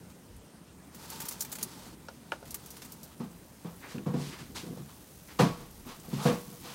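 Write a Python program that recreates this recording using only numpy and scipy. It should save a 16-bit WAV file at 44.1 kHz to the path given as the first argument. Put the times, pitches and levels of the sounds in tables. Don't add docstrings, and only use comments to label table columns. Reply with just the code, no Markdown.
import sys
import numpy as np
from scipy import signal
from scipy.io import wavfile

SR = 44100
rng = np.random.default_rng(int(sys.argv[2]) if len(sys.argv) > 2 else 0)


def generate_wav(sig):
    pcm = np.round(np.clip(np.atleast_2d(sig).T, -1, 1) * 32767).astype(np.int16)
    wavfile.write(sys.argv[1], SR, pcm)


def linear_from_db(decibels):
    return 10 ** (np.asarray(decibels, float) / 20)


N = 297616
T = np.arange(N) / SR
EDGES_HZ = 25 * 2 ** np.arange(0, 9.5, 1 / 3)
MIDS_HZ = np.sqrt(EDGES_HZ[1:] * EDGES_HZ[:-1])

# f/Hz, level/dB, t60/s
BOARDS = [(144.8, -2.5, 0.19), (172, -8.5, 0.33), (204, 1, 0.11), (233, 0.5, 0.11), (267, -15, 0.19),
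          (330, -6.5, 0.13), (395, -9.5, 0.1), (451.6, -0.5, 0.17), (483, 0, 0.51), (678, -7.5, 0.33),
          (696, -11, 0.41), (786, -29, 0.14), (971, -5.5, 0.14), (1112, -12, 0.56), (1194, -14, 0.28),
          (1400, -22, .14)]
# t/s, peak level/dB, hardness/dB, board note f/Hz
STEPS = [(3.2, -27.5, -19.5, 176), (3.24, -41, -14, 177), (3.646, -31, -12.5, 186),
         (3.943, -27.5, -24, 248), (3.988, -35, -16, 225), (4.061, -21, -15, 158), (4.135, -20, -15, 158),
         (4.165, -31, -12, 251), (4.197, -28.5, -18, 144), (4.26, -35, -22, 170), (4.63, -36.5, -15, 194),
         (4.66, -36.5, -9, 256), (4.72, -34, -16, 218), (4.789, -35, -22, 140), (5.391, -13.5, -1.5, 186),
         (5.427, -15, -12.5, 202), (5.598, -39, -6.5, 175), (5.858, -38, -23, 275),
         (6.078, -34.5, -18, 167), (6.127, -23, -22, 170), (6.175, -31.5, -31, 135), (6.252, -14, -5, 195),
         (6.285, -19.5, -9, 205), (6.319, -42, 11, 167), (6.474, -38, -16, 188), (6.519, -42, -7, 172),
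         (6.648, -40.5, -4, 234)]


def rms_one(x):
    return x / np.sqrt(np.mean(x ** 2) + 1e-20)


def in_time(rows):
    s, *columns = np.transpose(rows)
    return [np.interp(T, s, c) for c in columns]


def level_of(spans):
    return sum((T > rows[0][0]) * (T < rows[-1][0]) * linear_from_db(in_time(rows)[0]) for rows in spans)


def band(x, low_hz, high_hz, order=2):
    edges = [low_hz, min(high_hz, 0.49 * SR)]
    return signal.sosfilt(signal.butter(order, edges, "band", fs=SR, output="sos"), x)


def drift(rate):
    r = np.exp(-80 * np.pi * rate / SR)
    noise = rng.standard_normal(N // 40 + 2002)
    slow = signal.lfilter([1], [1, -2 * r, r * r], noise)[2000:]
    return np.interp(np.arange(N) / 40, np.arange(len(slow)), rms_one(slow))


def ring(x, hz, t60):
    r = linear_from_db(-60 / (t60 * SR))
    w = 2 * np.pi * hz / SR
    return signal.lfilter([0, np.sin(w)], [1, -2 * r * np.cos(w), r * r], x + 1e-18)


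def bands(excite, spectrum):
    hz, db = np.transpose(spectrum)
    gains = linear_from_db(np.interp(np.log(MIDS_HZ), np.log(hz), db, left=-np.inf))
    out = np.zeros((len(gains), N))
    for k, g in enumerate(gains):
        if g:
            out[k] = g * band(excite[k % 2], *EDGES_HZ[k:k + 2])
    return out / np.std(out.sum(0))


def grains(per_s, spread_db):
    sizes = linear_from_db(spread_db * np.minimum(rng.exponential(1, (2, N)), 5))
    sizes = sizes * rng.choice([-1, 1], (2, N))
    return sizes * (rng.random((2, N)) < per_s / SR)


def burst(rise, t60, size):
    t = np.arange(size) / SR
    shape = (1 - np.exp(-t / max(rise, 1e-4))) * linear_from_db(-60 * t / t60)
    return shape / shape.max()


def add(out, s, sound):
    at = round(s * SR)
    out[at:at + len(sound)] += sound[:N - at]


def after_steps(db, rise, t60):
    out = np.zeros(N)
    for s, peak_db, *_ in STEPS:
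        add(out, s, (linear_from_db(peak_db + db) * burst(rise, t60, size=SR)) ** 2)
    return out


def room_tone():
    # f/Hz, level/dB per Hz
    hiss_colour = [(15, -58), (25, -57), (68, 0.5), (114, -14), (170, -1.5), (301, -7), (363, -13),
                   (439, -9.5), (641, -12), (962, -15.5), (2280, -23), (7710, -28), (8830, -26),
                   (16000, -37)]
    # f/Hz, width/Hz, level/dB
    port = (8700, 350, -17)
    # t/s, boom level/dB
    stir = [(0.0, -53), (0.25, -58.5), (0.9, -56.5), (1.2, -52), (1.9, -53), (2.15, -57), (2.5, -53),
            (3.0, -55), (3.5, -58.5), (3.9, -53.5), (4.45, -49), (4.62, -48), (4.8, -50), (4.9, -57),
            (5.3, -58.5), (5.8, -57.5), (6.5, -55), (6.75, -50.5)]
    # t/s, level/dB, rise/s, t60/s
    sway = (5.5, -53.5, -1.6, 4)

    hiss = bands(rng.standard_normal((2, N)), hiss_colour)
    hiss = sum(b * linear_from_db(1.8 * drift(12)) for b in hiss)
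    hz, width, db = port
    hiss += linear_from_db(db) * rms_one(band(rng.standard_normal(N), hz - width / 2, hz + width / 2))

    stir_db, = in_time(stir)
    shake = rng.standard_normal(N) * linear_from_db(3.1 * drift(26))
    boom = sum(linear_from_db(g) * rms_one(ring(shake, hz, life * 0.15)) for hz, g, life in BOARDS if hz < 400)
    boom_power = linear_from_db(2 * stir_db) + after_steps(-20.5, rise=0.015, t60=0.45)
    boom = rms_one(band(boom, 116.4, 436, order=4)) * np.sqrt(boom_power)

    sub_db = -59.5 + 0.3 * (stir_db - stir_db.mean()) + 5 * drift(5.0)
    sub_power = after_steps(-34, rise=0.05, t60=0.34) + linear_from_db(2 * sub_db)
    rumble = rng.standard_normal(N)
    sub = rms_one(band(rumble, 43.5, 103)) * np.sqrt(sub_power) * linear_from_db(-5.5)
    s, db, rise, t60 = sway
    add(sub, s, rms_one(band(rumble, 24, 70)[SR:2 * SR]) * linear_from_db(db) * burst(rise, t60, size=SR))
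    return linear_from_db(-56) * hiss + boom + sub


def fizz():
    # t/s, level/dB
    spans = [
        [(0.0, -63.5), (0.616, -70.5), (0.92, -62)],
        [(1.95, -64), (2.15, -62.5), (2.46, -70), (2.66, -58), (3.31, -60.5), (3.61, -59), (3.75, -56.5),
         (4.19, -60.5), (4.37, -58), (5.09, -55), (5.93, -56), (6.23, -50.5), (6.75, -52.5)],
    ]
    # f/Hz, width/Hz, level/dB
    mouth_modes = [(6200, 400, -16), (10600, 570, -16.5), (13200, 600, -16)]
    # t/s, peak level/dB, f/Hz
    pops = [(0.364, -42.5, 11000), (1.495, -36, 13500), (2.5965, -38, 9000), (3.1915, -45, 10400),
            (3.3113, -46, 8600), (3.76, -42, 11200), (3.887, -41, 7390), (4.4158, -52, 7300),
            (4.56, -35, 6110), (4.6762, -42, 9890), (5.2289, -46, 13100), (5.4006, -28, 7280),
            (5.5472, -55, 7180), (5.7099, -39, 12900), (5.8665, -38, 13100), (5.9982, -35.5, 8170),
            (6.0511, -41.5, 13100), (6.087, -51, 13200)]

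    ticks = grains(5000, spread_db=3.0) * linear_from_db(0.7 * drift(20))
    mouths = sum(linear_from_db(db) * rms_one(band(ticks[1], hz - width / 2, hz + width / 2, order=1))
                 for hz, width, db in mouth_modes)
    surface = rms_one(band(ticks[0], 3500, 25700, order=1))
    out = linear_from_db(-1.5) * level_of(spans) * (surface + mouths)
    for s, db, hz in pops:
        spray = rng.standard_normal(900) * burst(0.0002, 0.09, size=900)
        add(out, s, linear_from_db(db - 6.5) * band(spray, hz * 0.87, hz * 1.07, order=1))
    return out


def creases():
    # t/s, peak level/dB, centre f/Hz, share under 4 kHz level/dB
    snaps = [(0.0984, -56, 11200, 7), (0.9468, -40.5, 12800, -6.5), (1.1004, -27.5, 11900, -38),
             (1.202, -30.5, 7100, -6), (1.2167, -31, 13500, -6), (1.2533, -32.5, 12100, -6),
             (1.285, -23, 10600, -17), (1.31, -31, 6450, -6), (1.3236, -30, 6680, -28),
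             (1.394, -38, 13300, -17), (1.4066, -19, 6900, -20), (1.4207, -24, 13700, -14),
             (1.448, -34, 13600, -4.5), (1.5171, -28.5, 6390, -25), (1.525, -27.5, 7350, -7),
             (1.553, -32, 7390, -4.5), (1.5851, -37.5, 9930, 0.5), (1.611, -46.5, 5800, 6.5),
             (1.6277, -17.5, 9900, -15.5), (2.4537, -48.5, 10300, 5), (2.4742, -50, 10300, 2),
             (2.507, -31, 10200, -33), (2.5432, -25, 11800, -8.5), (2.6602, -34.5, 9000, -10),
             (2.7043, -33, 6090, -29), (2.766, -43, 5390, 1.5), (2.819, -46.5, 5000, 6.5),
             (2.848, -40, 7540, -4), (2.92, -33, 12500, -37), (3.031, -36, 12400, -27)]
    out, size = np.zeros(N), 6000
    lag = round(0.0033 * SR)
    for s, db, hz, low_db in snaps:
        t60 = 0.089 * linear_from_db(-0.23 * (db + 37))
        unevenness = np.repeat(rng.standard_normal(size // 40), 40)
        crackle = rng.standard_normal(size) * linear_from_db(2.7 * unevenness)
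        shiver = crackle * burst(0.00052, t60, size) * linear_from_db(-7)
        shiver[0] += 1.5
        shiver[lag:] += linear_from_db(-13) * shiver[:-lag]
        bright = band(shiver, 4450, 15900) + 0.36 * band(shiver, hz * 0.85, hz * 1.18)
        bright *= linear_from_db(db) / np.abs(bright).max()
        dull = band(shiver, 630, 6300, order=1)
        add(out, s, bright + dull * linear_from_db(db + low_db + 4) / np.abs(dull).max())
    return out


def rub():
    # t/s, level/dB
    spans = [
        [(0.92, -62), (1.0, -51.5), (1.132, -45), (1.248, -48.5), (1.544, -53), (1.754, -50.5), (1.884, -50.5),
         (1.95, -60)],
        [(2.0, -65), (2.374, -63), (2.55, -56), (2.704, -57), (3.15, -62)],
    ]
    # f/Hz, level/dB per Hz
    foil_colour = [(180, -22), (300, -8), (478, 0), (603, -7), (689, -10), (930, 0), (1930, -9.5),
                   (4670, -7), (13500, -13), (16000, -16)]
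    # f/Hz, width/Hz, level/dB
    pouch = [(888, 46, -10.5), (1280, 65, -26), (4620, 240, -22)]

    slips = grains(9000, spread_db=2.0)
    hollow = sum(linear_from_db(db) * rms_one(ring(slips[0], hz, 4.2 / width)) for hz, width, db in pouch)
    foil = bands(slips, foil_colour).sum(0)
    return level_of(spans) * linear_from_db(1.1 * drift(18) - 1) * (foil + hollow)


def taps():
    # t/s, peak level/dB, own note f/Hz, own note level/dB, tilt/dB per octave
    strikes = [
        (2.0846, -31, 6000, -1, 4.5),
        (2.3197, -19.5, 2850, -3, 7),
        (2.427, -37.5, 650, 4, -6),
        (3.982, -41.5, 2700, 10, 11.5),
        (4.773, -43, 600, 15, -11),
    ]
    # f/Hz, level/dB, t60/s
    tube = [(527, 8, 0.035), (674, 6, 0.026), (897, 1, 0.082), (1260, 3.5, 0.016), (1430, 6.5, 0.034),
            (1690, -5, 0.036), (2360, -29, 0.014), (2850, -3, 0.0088), (5360, -23, .012), (6270, -27, .012),
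            (9200, -19, .01)]

    out, size = np.zeros(N), 12000
    lag = round(0.015 * SR)
    click = np.zeros(size)
    click[:5] = np.hanning(7)[1:-1]
    for s, db, note_hz, note_db, tilt_db in strikes:
        body = np.zeros(size)
        for k, (hz, g, t60) in enumerate(tube):
            body += (-1) ** k * linear_from_db(g + tilt_db * np.log2(hz / 1400)) * ring(click, hz, t60)
        chatter = rms_one(band(rng.standard_normal(size), note_hz * 0.66, note_hz * 1.03))
        chatter *= burst(0.00014, 0.035, size)
        body = body / np.abs(body).max() + linear_from_db(note_db - 13.5) * chatter
        body[lag:] += linear_from_db(-8.5) * band(body[:-lag], 390, 1230)
        wash = rms_one(band(rng.standard_normal(size), 360, 850, order=1)) * burst(0.0021, 0.15, size)
        add(out, s, linear_from_db(db) * (body + linear_from_db(-19.5) * wash))
    return out


def even(push, paths, hz, t60):
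    return ring(push, hz, t60) / np.abs(ring(paths, hz, 0.086)).max()


def steps():
    out, size, roll_s = np.zeros(N), 14000, 0.13
    arrivals = grains(900, spread_db=2.0)[0, :size] * burst(0.0033, roll_s, size)
    arrivals[90] += 3
    for s, db, mid_db, note_hz in STEPS:
        t60 = 0.24 * linear_from_db(-0.19 * (mid_db + 9))
        top_db = -42 + 0.3 * (mid_db + 13)
        white = rng.standard_normal((4, size))
        push = arrivals + linear_from_db(-16.5) * white[0] * burst(0.0051, roll_s, size)
        low, mid = np.zeros(size), np.zeros(size)
        for hz, g, life in BOARDS:
            if hz < 400:
                off_note_db = 9 * abs(np.log2(hz / note_hz))
                low += linear_from_db(g - off_note_db) * even(push, arrivals, hz, life * t60 * 4)
            else:
                mid += linear_from_db(g) * even(push, arrivals, hz, life * t60 * 3)
        modes = low / np.abs(low).max() + linear_from_db(mid_db) * mid / np.abs(mid).max()
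        wash = rms_one(band(white[1], 350, 656, order=1)) * burst(0.0064, t60 * 1.34, size) * linear_from_db(mid_db - 11)
        top = rms_one(band(white[2], 1300, 5400)) * burst(0.0046, t60 * 1.3, size)
        air = rms_one(band(white[3], 5000, 10000)) * burst(0.003, t60 * 0.98, size) * linear_from_db(-14)
        add(out, s, linear_from_db(db) * (modes + wash + (top + air) * linear_from_db(top_db - 24)))
    return signal.sosfilt(signal.butter(6, 118, "high", fs=SR, output="sos"), out)


def swish(strokes, fold_hz, fold_db, fold_per_tilt, width):
    # f/Hz, level/dB per Hz
    fibre_colour = [(240, -37), (400, -9.5), (598, -13.5), (964, -8.5), (1490, -13), (3530, -12),
                    (4380, -12), (11900, -23.5), (16000, -39)]
    fibres = bands(grains(14000, spread_db=3.5), fibre_colour)[10:]
    mids = MIDS_HZ[10:]
    octaves, out = np.log2(mids / 3500), np.zeros(N)
    fold = np.exp(-(np.log2(mids / fold_hz) / width) ** 2)
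    t = np.arange(SR // 2) / SR
    for k, (s, attack, hold, db, tilt_db) in enumerate(strokes):
        late = np.maximum(t - attack - hold, 0)
        shape = linear_from_db(-13.5 * np.maximum(1 - t / attack, 0))
        shape *= np.minimum(50 * (t[-1] - t), 1)
        shape *= linear_from_db(-209 * late) + linear_from_db(-15.5 - 70 * late)
        colour = linear_from_db(db + (tilt_db + 1.5) * octaves + fold * (fold_db - fold_per_tilt * (tilt_db + 1)))
        own_fibres = fibres[:, k * 12000:k * 12000 + len(t)]
        add(out, s, shape * (colour @ own_fibres))
    return out


def scuffs():
    # start t/s, attack/s, hold/s, level/dB, tilt/dB per octave
    strokes = [(3.197, 0.006, 0.0083, -56.5, -5.5), (3.643, 0.0064, 0.018, -59, -6),
               (3.805, 0.0099, 0.09, -62, -4.5), (4.056, .006, 0.03, -61, -8),
               (4.13, 0.083, .08, -48.5, -0.5), (4.76, .015, .01, -60.5, -3.5),
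               (4.88, 0.011, 0.012, -59, -3.5), (5.389, 0.0043, 0.006, -31.5, -4),
               (5.56, .03, .03, -59, -3.5), (5.85, 0.04, 0.027, -50, -3), (6.03, 0.014, 0.0086, -60.5, -4),
               (6.1, 0.037, 0.065, -49, -2.5), (6.175, 0.027, 0.048, -48, -5),
               (6.2, 0.033, 0.012, -44.5, 2), (6.252, 0.015, 0.019, -38, -3.5),
               (6.61, 0.047, 0.076, -49, -2)]
    return swish(strokes, fold_hz=1055, fold_db=2, fold_per_tilt=1.2, width=0.38)


def brushes():
    # start t/s, attack/s, hold/s, level/dB, tilt/dB per octave
    strokes = [
        (3.81, 0.023, 0.021, -58, -5.5),
        (3.87, 0.038, .01, -50, -1.5),
        (4.3, 0.027, 0.0088, -50, -3),
        (4.375, 0.015, 0.013, -51, -2),
        (4.547, .012, .015, -42, -1),
        (5.275, 0.013, .03, -56, -3),
    ]
    return swish(strokes, fold_hz=1870, fold_db=0.5, fold_per_tilt=2.9, width=0.56)


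def scene():
    background = room_tone()
    near = fizz() + creases() + rub() + taps()
    far = steps() + scuffs() + brushes()
    return (near + far + background)[None]


def low_pass(x):
    return signal.sosfilt(signal.butter(12, 16710, fs=SR, output="sos"), x)


def record(dry):
    cut = signal.sosfilt(signal.ellip(12, 0.5, 75, 15850, fs=SR, output="sos"), dry)
    return low_pass(cut)


dry = scene()
out = record(dry)
generate_wav(out)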